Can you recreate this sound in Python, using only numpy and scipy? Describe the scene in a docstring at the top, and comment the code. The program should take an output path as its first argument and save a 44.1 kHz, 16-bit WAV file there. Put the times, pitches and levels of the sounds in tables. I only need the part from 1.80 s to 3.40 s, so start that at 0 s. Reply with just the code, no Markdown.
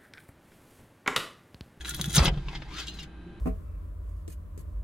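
"""Scraping a part off a 3D printer bed

A steel scraper wedges under a small plastic part stuck to the taped bed. The bond crackles in snaps and
tiny slips, then tears loose; the part judders, the frame rattles and the bed thumps on its springs.
The part taps down, and the blade drags back over the tape and clinks free with a thin squeal.
The printer's casing adds a brief echo, while its fans and motors hum underneath."""
import sys
import numpy as np
from scipy import signal
from scipy.fft import rfft, irfft
from scipy.io import wavfile

SR = 44100
rng = np.random.default_rng(int(sys.argv[2]) if len(sys.argv) > 2 else 0)


def bounce(signal):
    """Save signal as a 16-bit WAV file at the path given by the first command-line argument."""
    frames = np.transpose(np.atleast_2d(signal))
    limited = np.clip(frames, -1, 1)
    pcm = np.round(limited * 32767).astype(np.int16)
    wavfile.write(sys.argv[1], SR, pcm)


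N = 70560
TAPS = 8192  # length of an object's ring in samples
T, HZ = np.arange(N) / SR, np.fft.rfftfreq(TAPS, 1 / SR)


def prying():
    """The bond cracks and grinds as the blade wedges in, ringing the pressed steel."""
    # Each row: start in seconds, level in dB, tilt in dB per octave, crumble in seconds, contact in Hz.
    cracks = [(.008, -14.5, -4, 0.013, 1800), (.0482, -11.5, -8, 0.002, 3700),
              (.0555, -11, -11.5, .001, 14000), (.068, -29, 5, 0.0036, 3300),
              (.083, -9, -6.5, 0.0087, 1500), (.093, -5.5, 7.5, 0.0052, 6500),
              (.107, -8.5, -1.5, 0.0061, 1600), (.138, -13, -6.5, 0.0062, 3800),
              (.1462, -8.5, -1, 0.00067, 12000), (.1635, -17.5, 14, .0006, 14000),
              (.2132, -0.5, 2, .0005, 3500), (.2428, -6, -2, .001, 3400), (.257, -9.5, 6.5, .004, 3500),
              (.2845, -21.5, 0.5, 0.004, 6500), (.296, -15, -0.5, .005, 10000),
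              (.3295, -9.5, 0.5, 0.0026, 9800), (.343, -9.5, 4.5, .006, 3800), (.349, 0.5, 1, .005, 4800),
              (.3575, 4.5, 3, 0.00098, 10000), (.364, 8, -0.5, 0.0064, 6000), (.4445, -15, 5, .002, 13000),
              (.449, -6.5, 1, 0.0032, 10500)]
    # Friction of the push. Each row: time in seconds, level in dB.
    wedging = [(0, -58), (.04, -60), (.055, -38.5), (.1, -40.5), (.125, -52), (.16, -42.5), (.2, -45.5),
               (.26, -43.5), (.278, -47), (.3, -40), (.322, -42.5), (.36, -22), (.39, -35.5), (.42, -45),
               (.46, -35.5), (.5, -73.5)]
    # The blade's colour. Each row: frequency in Hz, level in dB.
    steel = [(100, -42), (600, -39.5), (1400, -10), (2400, -8), (3500, -0.5), (5300, -6), (6600, -2),
             (8000, -8.5), (10000, -4.5), (11400, -10.5), (13500, -10.5), (16000, -20)]
    # Its resonances under pressure. Each row: centre in Hz, width in Hz, lift in dB.
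    modes = [(1420, 45, 12), (1690, 50, 9), (1960, 60, 3), (3200, 60, 6), (3390, 60, 9), (3880, 140, 7),
             (6140, 170, 3), (6720, 150, 3), (9630, 260, 1)]
    crackle = hits(cracks, steel, modes, crumble_db=-5, slips_per_s=6000)
    grind = rub(wedging, steel, modes, grains_per_s=3000, spread_db=4, clump_db=1.8, clump_hz=150)
    return crackle + grind


def part_knocks():
    """The loose plastic part chatters against blade and bed."""
    # Each row: start in seconds, level in dB, tilt in dB per octave, chatter in seconds, contact in Hz.
    knocks = [(.365, -6, -6.5, .007, 1260), (.379, 6, 6, 0.0064, 4630), (.392, 0.5, -4, 0.023, 1180),
              (.4555, 5.5, 2, 0.011, 3360), (.468, -6.5, -1.5, 0.0063, 1910),
              (.4795, 0.5, -8, 0.0066, 2780), (.538, -19.5, -12.5, 0.012, 3400),
              (.574, -18, -10, 0.0098, 3350), (.6845, -11.5, -7, 0.0028, 3340),
              (.729, -16.5, -9.5, 0.024, 2150), (.75, -10, -2.5, 0.01, 2230),
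              (.8195, -15.5, -7.5, 0.0086, 1620)]
    # The part's colour. Each row: frequency in Hz, level in dB.
    plastic = [(100, -32.5), (400, -11), (900, -11.5), (1800, -9.5), (3300, -1), (5000, -3.5),
               (6500, -12.5), (8000, -27.5), (16000, -64)]
    # Its resonances. Each row: centre in Hz, width in Hz, lift in dB.
    modes = [(800, 45, 7), (1000, 50, 4), (1610, 50, 6), (2110, 55, 5), (2700, 60, 3), (3020, 45, 5),
             (3250, 80, 7), (3540, 60, 4), (4145, 60, 2), (5000, 150, 5), (5250, 60, 3)]
    return hits(knocks, plastic, modes, crumble_db=3, slips_per_s=6000)


def part_judder():
    """The part sticks and slips across the bed, ringing the plate."""
    # Each row: time in seconds, level in dB.
    judder = [(.17, -99), (.195, -35), (.23, -63), (.34, -60), (.365, -34.5), (.39, -25), (.41, -30),
              (.435, -28.5), (.46, -30.5), (.485, -29.5), (.505, -59), (.53, -51), (.62, -65)]
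    # The plate's colour. Each row: frequency in Hz, level in dB.
    plate = [(60, -1.5), (200, 10), (400, 5), (650, 2.5), (1250, 1.5), (1800, -2), (3200, -4), (5000, -8),
             (7000, -12), (8500, -14), (16000, -32.5)]
    # Its resonances. Each row: centre in Hz, width in Hz, lift in dB.
    modes = [(1217, 35, 7), (1320, 35, 6), (1990, 40, 5), (2422, 30, 5), (2612, 30, 6), (3150, 30, 6),
             (3735, 40, 6), (4050, 35, 7), (4658, 35, 8), (4782, 40, 8), (6910, 35, 8)]
    return rub(judder, plate, modes, grains_per_s=4000, spread_db=3.5, clump_db=1.5, clump_hz=120)


def frame_rattle():
    """The frame rattles on after the jolt."""
    # Each row: time in seconds, level in dB.
    rattle = [(.36, -70), (.39, -58), (.45, -37.5), (.5, -36), (.54, -50.5), (.58, -55), (.62, -77)]
    # The frame's boxy colour. Each row: frequency in Hz, level in dB.
    frame = [(100, -25.5), (250, -8.5), (400, 4.5), (750, -3), (1100, -10.5), (2500, -26), (16000, -63.5)]
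    # Its resonances. Each row: centre in Hz, width in Hz, lift in dB.
    modes = [(315, 30, 6.5), (403, 70, 3), (520, 25, 5), (680, 10, 3.9), (748, 14.25, 15), (1000, 8.3, 3)]
    return rub(rattle, frame, modes, grains_per_s=1300, spread_db=0.5, clump_db=1.5, clump_hz=60)


def blade_clinks(note_rise_s=0.0025):
    """Soft touches of the freed blade, each leaving a thin note set by where it is touched."""
    # Each row: start in seconds, level in dB, tilt in dB per octave, chatter in seconds,
    # note and contact in Hz, note level in dB, note t60 in seconds.
    touches = [(1.07, -14, 2.5, 0.0045, 3310, -45, 0.065), (1.081, -9, -1, .004, 3985, -41, 0.15),
               (1.089, -21, 9, 0.012, 2850, -44.5, 0.2), (1.14, -26.5, 13, 0.017, 4180, -49, 0.13),
               (1.187, -18, -13, 0.0054, 3850, -36.5, 0.049), (1.1923, -20.5, 4, 0.0054, 2825, -40, 0.14),
               (1.198, -22.5, 4, 0.0081, 5250, -52, 0.21), (1.229, -23.5, 8.5, 0.0094, 1996, -45.5, 0.092)]
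    # The edge's colour. Each row: frequency in Hz, level in dB.
    edge = [(200, -33.5), (1500, -23), (2500, -7.5), (3200, 1.5), (4300, -5.5), (5400, -9), (7000, -7),
            (8500, -15), (16000, -35)]
    # Resonances of the free blade. Each row: centre in Hz, width in Hz, lift in dB.
    modes = [(2820, 60, 6), (3860, 140, 4), (5240, 33, 9.2), (5900, 35, 7.1), (6560, 33, 15)]
    out = hits([row[:5] for row in touches], edge, modes, crumble_db=4, slips_per_s=4100)
    attack = np.minimum(T / note_rise_s, 1)
    for start, _, _, _, hz, db, t60 in touches:
        add(out, start, amp(db - 60 * T / t60) * attack * np.sin(2 * np.pi * hz * T))
    return out


def air_gap(width_hz=330, upper_ratio=2.3, upper_db=-4.5):
    """Friction sounds the gap under the blade; the pitch climbs as drawing out shortens it."""
    # Each row: time in seconds, resonance in Hz, level in dB.
    gap = [(0.659, 1000, -64), (0.701, 980, -50.5), (0.761, 850, -56), (0.828, 800, -67),
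           (0.901, 960, -52.5), (.96, 1290, -49.5), (1.015, 1565, -46), (1.044, 1750, -78),
           (1.07, 1750, -87)]
    times, hz, db = np.transpose(gap)
    pitch = np.interp(T, times, hz)
    lower = whistle(pitch, width_hz)
    upper = amp(upper_db) * whistle(pitch * upper_ratio, width_hz * upper_ratio)
    return (lower + upper) * level(np.transpose([times, db]))


def tape_slide():
    """The blade rasps over the tape as it is drawn back."""
    # Each row: time in seconds, level in dB.
    slide = [(.5, -58), (.63, -59.5), (.7, -51), (.76, -49), (.79, -55), (.87, -61), (.92, -49), (.96, -42),
             (.995, -35.5), (1.025, -41), (1.05, -47.5), (1.09, -50), (1.125, -51.5), (1.16, -55),
             (1.2, -47.5), (1.237, -48), (1.265, -74)]
    # The rasp's colour. Each row: frequency in Hz, level in dB.
    tape = [(100, -28), (600, -16.5), (1400, -7), (2400, -6), (3700, 0), (5500, -7), (6800, -10.5),
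            (8000, -19), (12000, -24.5), (16000, -37.5)]
    # Its resonances. Each row: centre in Hz, width in Hz, lift in dB.
    modes = [(1426, 39.8, 3.8), (1625, 50, 8.1), (2177, 95, 3.6), (3120, 60, 5.6), (3600, 64, 5.4),
             (4640, 81, 4.3)]
    return rub(slide, tape, modes, grains_per_s=7000, spread_db=3.5, clump_db=1.5, clump_hz=67.7)


def edge_squeal():
    """The blade's edge sings thinly as it drags clear."""
    # Each row: time in seconds, level in dB.
    squeal = [(1.085, -57), (1.1, -46), (1.13, -63), (1.15, -52), (1.175, -65), (1.195, -74)]
    return whistle(hz=4110, width_hz=130) * level(squeal)


def bed_thumps(sway_hz, bounce_hz, sway_t60, bounce_t60, sway_db, bounce_db, shove_cycles=0.62):
    """Soft shoves rock the sprung bed, which rings on in a sway and a faster bounce."""
    # Each row: midpoint in seconds, strength in dB, centre in Hz.
    shoves = [(0.204, -27.5, 157), (0.282, -22.5, 160), (.383, -12.5, 152), (0.415, -13, 65),
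              (.458, -20.5, 147), (0.481, -21.5, 150), (0.483, -25, 35), (0.528, -26, 148),
              (.53, -25.5, 54), (.575, -25, 146), (0.578, -31, 32.8), (0.669, -30, 44.8),
              (0.758, -36.5, 40), (0.888, -36.5, 46.7)]
    force = np.zeros(N)
    for midpoint, db, hz in shoves:
        cycles = (T - midpoint) * hz
        swell = np.exp(-(cycles / shove_cycles) ** 2 / 2)
        force -= amp(db) * swell * np.sin(2 * np.pi * cycles)
    out = force.copy()
    for hz, t60, db in [(sway_hz, sway_t60, sway_db), (bounce_hz, bounce_t60, bounce_db)]:
        fade = 1e-3 ** (T / t60)
        ring = 2 * fade / fade.sum() * np.cos(2 * np.pi * hz * T)
        out += amp(db) * signal.fftconvolve(force, ring)[:N]
    return out


def bed_tremble():
    """The bed keeps trembling under the hand."""
    # Each row: time in seconds, level in dB.
    tremble = [(0, -78), (.16, -48), (.28, -32.5), (.34, -37), (.45, -32), (.55, -34), (.63, -46),
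               (.72, -42.5), (.82, -49), (1.0, -51), (1.25, -53), (1.4, -67.5), (1.6, -75)]
    return whistle(hz=143.2, width_hz=50) * level(tremble)


def casing(x, patterns=3, crossfade_hz=7, left_lag_s=.000026):
    """Direct sound from slightly right, plus short wall echoes, crossfaded so no pitch rings out."""
    # Each row: frequency in Hz, echo against direct sound in dB.
    echo_db = [(60, -26.5), (200, -28), (500, -13), (1500, -6), (4000, 1.5), (9000, 2), (16000, 1)]
    # Stereo lean. Each row: frequency in Hz, left minus right in dB.
    lean = [(100, -0.5), (1000, 2), (2500, 1), (3600, 1.5), (5400, -0.5), (7000, 4), (8600, -2), (10000, 3),
            (12500, -4.5), (14000, -2.5), (16000, -7)]
    echo = np.zeros((2, N))
    for k in range(patterns):
        crossfade = np.sqrt(2 / patterns) * np.cos(np.pi * (2 * crossfade_hz * T + k / patterns))
        echo += walls(x * crossfade)
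    direct = shape(x, lambda f: np.exp(-2j * np.pi * np.outer([left_lag_s, 0], f)))
    echo_gain = lambda f: amp(read(echo_db, f))
    pan = lambda f: amp(np.outer([.5, -.5], read(lean, f)))
    wet = direct + shape(echo, echo_gain)
    return shape(wet, lambda f: pan(f) / np.sqrt(1 + echo_gain(f) ** 2))  # echoes add no net power


def walls(x, predelay_s=0.0009):
    """One pattern of dense, short reflections inside the casing, different at each ear."""
    # Each row: frequency in Hz, t60 in seconds.
    decay = [(100, .12), (1000, 0.15), (4000, 0.037), (9000, 0.022), (16000, .05)]
    t = T[:SR // 4]
    reflections = rng.choice([-1., 1.], (2, len(t))) * (t > predelay_s)
    hz, times, bands = signal.stft(reflections, SR, nperseg=128)
    t60 = read(decay, hz)[:, None]
    equal_energy = np.sqrt(2 * np.log(1000) / (t60 * SR))
    _, tail = signal.istft(bands * 1e-3 ** (times / t60) * equal_energy, SR, nperseg=128)
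    return signal.fftconvolve(x[None], tail, axes=1)[:, :N]


def fans():
    """Fan and room noise, centred in the bass and wide in the treble."""
    # Each row: frequency in Hz, level in dB.
    colour = [(20, -6), (40, -11), (65, -3.5), (95, -12.5), (170, -10), (250, -16), (330, -11),
              (520, -27.5), (820, -26), (1100, -28), (1600, -28), (2200, -34.5), (3800, -37.5),
              (5000, -50.5), (9000, -55.5), (16000, -70)]
    # Each row: frequency in Hz, left-right likeness from 0 to 1.
    likeness = [(30, 0.92), (200, 0.97), (600, 0.9), (2000, 0.6), (6000, 0.35), (16000, 0.23)]
    # Each row: time in seconds, level in dB.
    swell = [(0, -47.5), (.3, -43), (.55, -46), (.9, -46.5), (1.3, -47), (1.6, -47.5)]
    centre = shape(rng.standard_normal(N), lambda f: np.sqrt(read(likeness, f)))
    sides = shape(rng.standard_normal((2, N)), lambda f: np.sqrt(1 - read(likeness, f)))
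    air = shape(centre + sides, lambda f: amp(read(colour, f)))
    return unit(air) * level(swell)


def motors(hum_hz=59.3, waver_hz=1.2):
    """A low hum and faint wavering tones; one motor starts as the hum stops."""
    # The low hum. Each row: time in seconds, level in dB.
    hum_db = [(0, -43.5), (.3, -39), (.75, -48.5), (1.0, -44.5), (1.42, -47), (1.499, -59.5), (1.6, -71)]
    # The late motor's tones. Each row: pitch in Hz, relative level in dB.
    late_tones = [(176, 1.5), (344.5, -1.5)]
    # Its entrance. Each row: time in seconds, level in dB.
    late_db = [(1.44, -71), (1.47, -47.5), (1.53, -57), (1.57, -54.5), (1.6, -58)]
    # Steady motor and fan tones. Each row: pitch in Hz, level in dB.
    steady_tones = [(177.6, -59.5), (318.5, -62), (797, -69), (1588, -66.5), (2541, -73), (3060, -75.5),
                    (3935, -75.5), (10040, -88)]

    def tone(hz):
        pitch = hz + waver_hz * drift(8)
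        return np.sqrt(2) * np.sin(2 * np.pi * np.cumsum(pitch) / SR)

    late = level(late_db) * sum(amp(db) * tone(hz) for hz, db in late_tones)
    hum = level(hum_db) * tone(hum_hz)
    return late + hum + sum(amp(db) * tone(hz) for hz, db in steady_tones)


def hits(rows, colour, modes, crumble_db, slips_per_s, contact_db=7, contact_octaves=.4):
    """Each hit is one snap and a dying shower of small slips, coloured by its contact resonance."""
    out, t = np.zeros(N), np.arange(SR // 20) / SR
    for start, db, tilt_db, crumble_s, contact_hz in rows:
        slips = rng.choice([-1, 1], len(t)) * (rng.random(len(t)) < slips_per_s / SR)
        force = amp(crumble_db) * slips * np.exp(-t / crumble_s)
        force[0] = 1  # the snap
        tilt = tilt_db * np.log2(np.maximum(HZ, 1000) / 1000)
        contact = contact_db * np.exp(-(np.log2((HZ + 1) / contact_hz) / contact_octaves) ** 2)
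        sound = signal.fftconvolve(force, body(colour, modes, tilt + contact))
        add(out, start, amp(db) * sound / np.linalg.norm(sound))
    return out


def rub(curve, colour, modes, grains_per_s, spread_db, clump_db, clump_hz):
    """Stick-slip grains of uneven size arrive in clumps and ring the object."""
    size = amp(spread_db * np.minimum(rng.exponential(1, N), 4)) * rng.choice([-1, 1], N)
    slips = rng.random(N) < grains_per_s / SR
    grains = size * slips * amp(clump_db * drift(clump_hz))
    return signal.fftconvolve(unit(grains) * level(curve), body(colour, modes))[:N]


def body(colour, modes, extra_db=0):
    """An object's ring after one click: minimum phase, energy 1."""
    lift = 1 + sum(amp(db) ** 2 / (1 + (2 * (HZ - hz) / width) ** 2) for hz, width, db in modes)
    spectrum = amp(read(colour, HZ) + extra_db) * np.sqrt(lift)
    cepstrum = irfft(np.log(spectrum))
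    causal = 2 * cepstrum[:TAPS // 2] * (np.arange(TAPS // 2) > 0)
    ring = irfft(np.exp(rfft(causal, TAPS)))
    return ring / np.linalg.norm(ring)


def whistle(hz, width_hz):
    """Noise of rms 1 in a resonance that may glide."""
    phase = 2 * np.pi * np.cumsum(hz * np.ones(N)) / SR
    return unit(drift(width_hz / 2) * np.cos(phase) + drift(width_hz / 2) * np.sin(phase))


def drift(rate_hz):
    """Smooth random wandering of rms 1."""
    return unit(shape(rng.standard_normal(N), lambda f: np.exp(-(f / rate_hz) ** 2)))


def shape(x, gain):
    """Filters by a gain given as a function of frequency."""
    return irfft(rfft(x, 2 * N) * gain(np.fft.rfftfreq(2 * N, 1 / SR)))[..., :x.shape[-1]]


def level(points):
    """Gain over time from a dB curve, fading fast beyond its ends."""
    times, db = np.transpose(points)
    outside_s = abs(T - np.clip(T, times[0], times[-1]))
    return amp(np.interp(T, times, db) - 600 * np.maximum(outside_s - .03, 0))


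def read(points, hz):
    """Reads a table on a log-frequency axis."""
    f, value = np.transpose(points)
    return np.interp(np.log(hz + 1), np.log(f), value)


def add(mix, start_s, sound):
    """Mixes a sound in at its start time."""
    part = mix[max(round(start_s * SR), 0):][:len(sound)]
    part += sound[:len(part)]


def amp(db):
    """Decibels to gain."""
    return 10 ** (np.asarray(db) / 20)


def unit(x):
    """Scales to rms 1."""
    return x / np.sqrt(np.mean(x ** 2) + 1e-20)


def scene():
    """Wedging, breaking loose and withdrawing, inside the humming printer."""
    breaking = prying() + part_knocks() + part_judder() + frame_rattle()
    leaving = blade_clinks() + air_gap() + tape_slide() + edge_squeal()
    thumps = bed_thumps(sway_hz=35.6, bounce_hz=142.4, sway_t60=0.41, bounce_t60=0.42,
                        sway_db=2.5, bounce_db=-0.5)
    return casing(breaking + leaving + thumps + bed_tremble()) + fans() + motors()


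def record(dry):
    """A steep low-pass trims the very top of the treble."""
    lowpass = signal.firwin(401, cutoff=16100, window=("kaiser", 8), fs=SR)
    return signal.oaconvolve(dry, lowpass[None], "same")


dry = scene()
out = record(dry)
bounce(out)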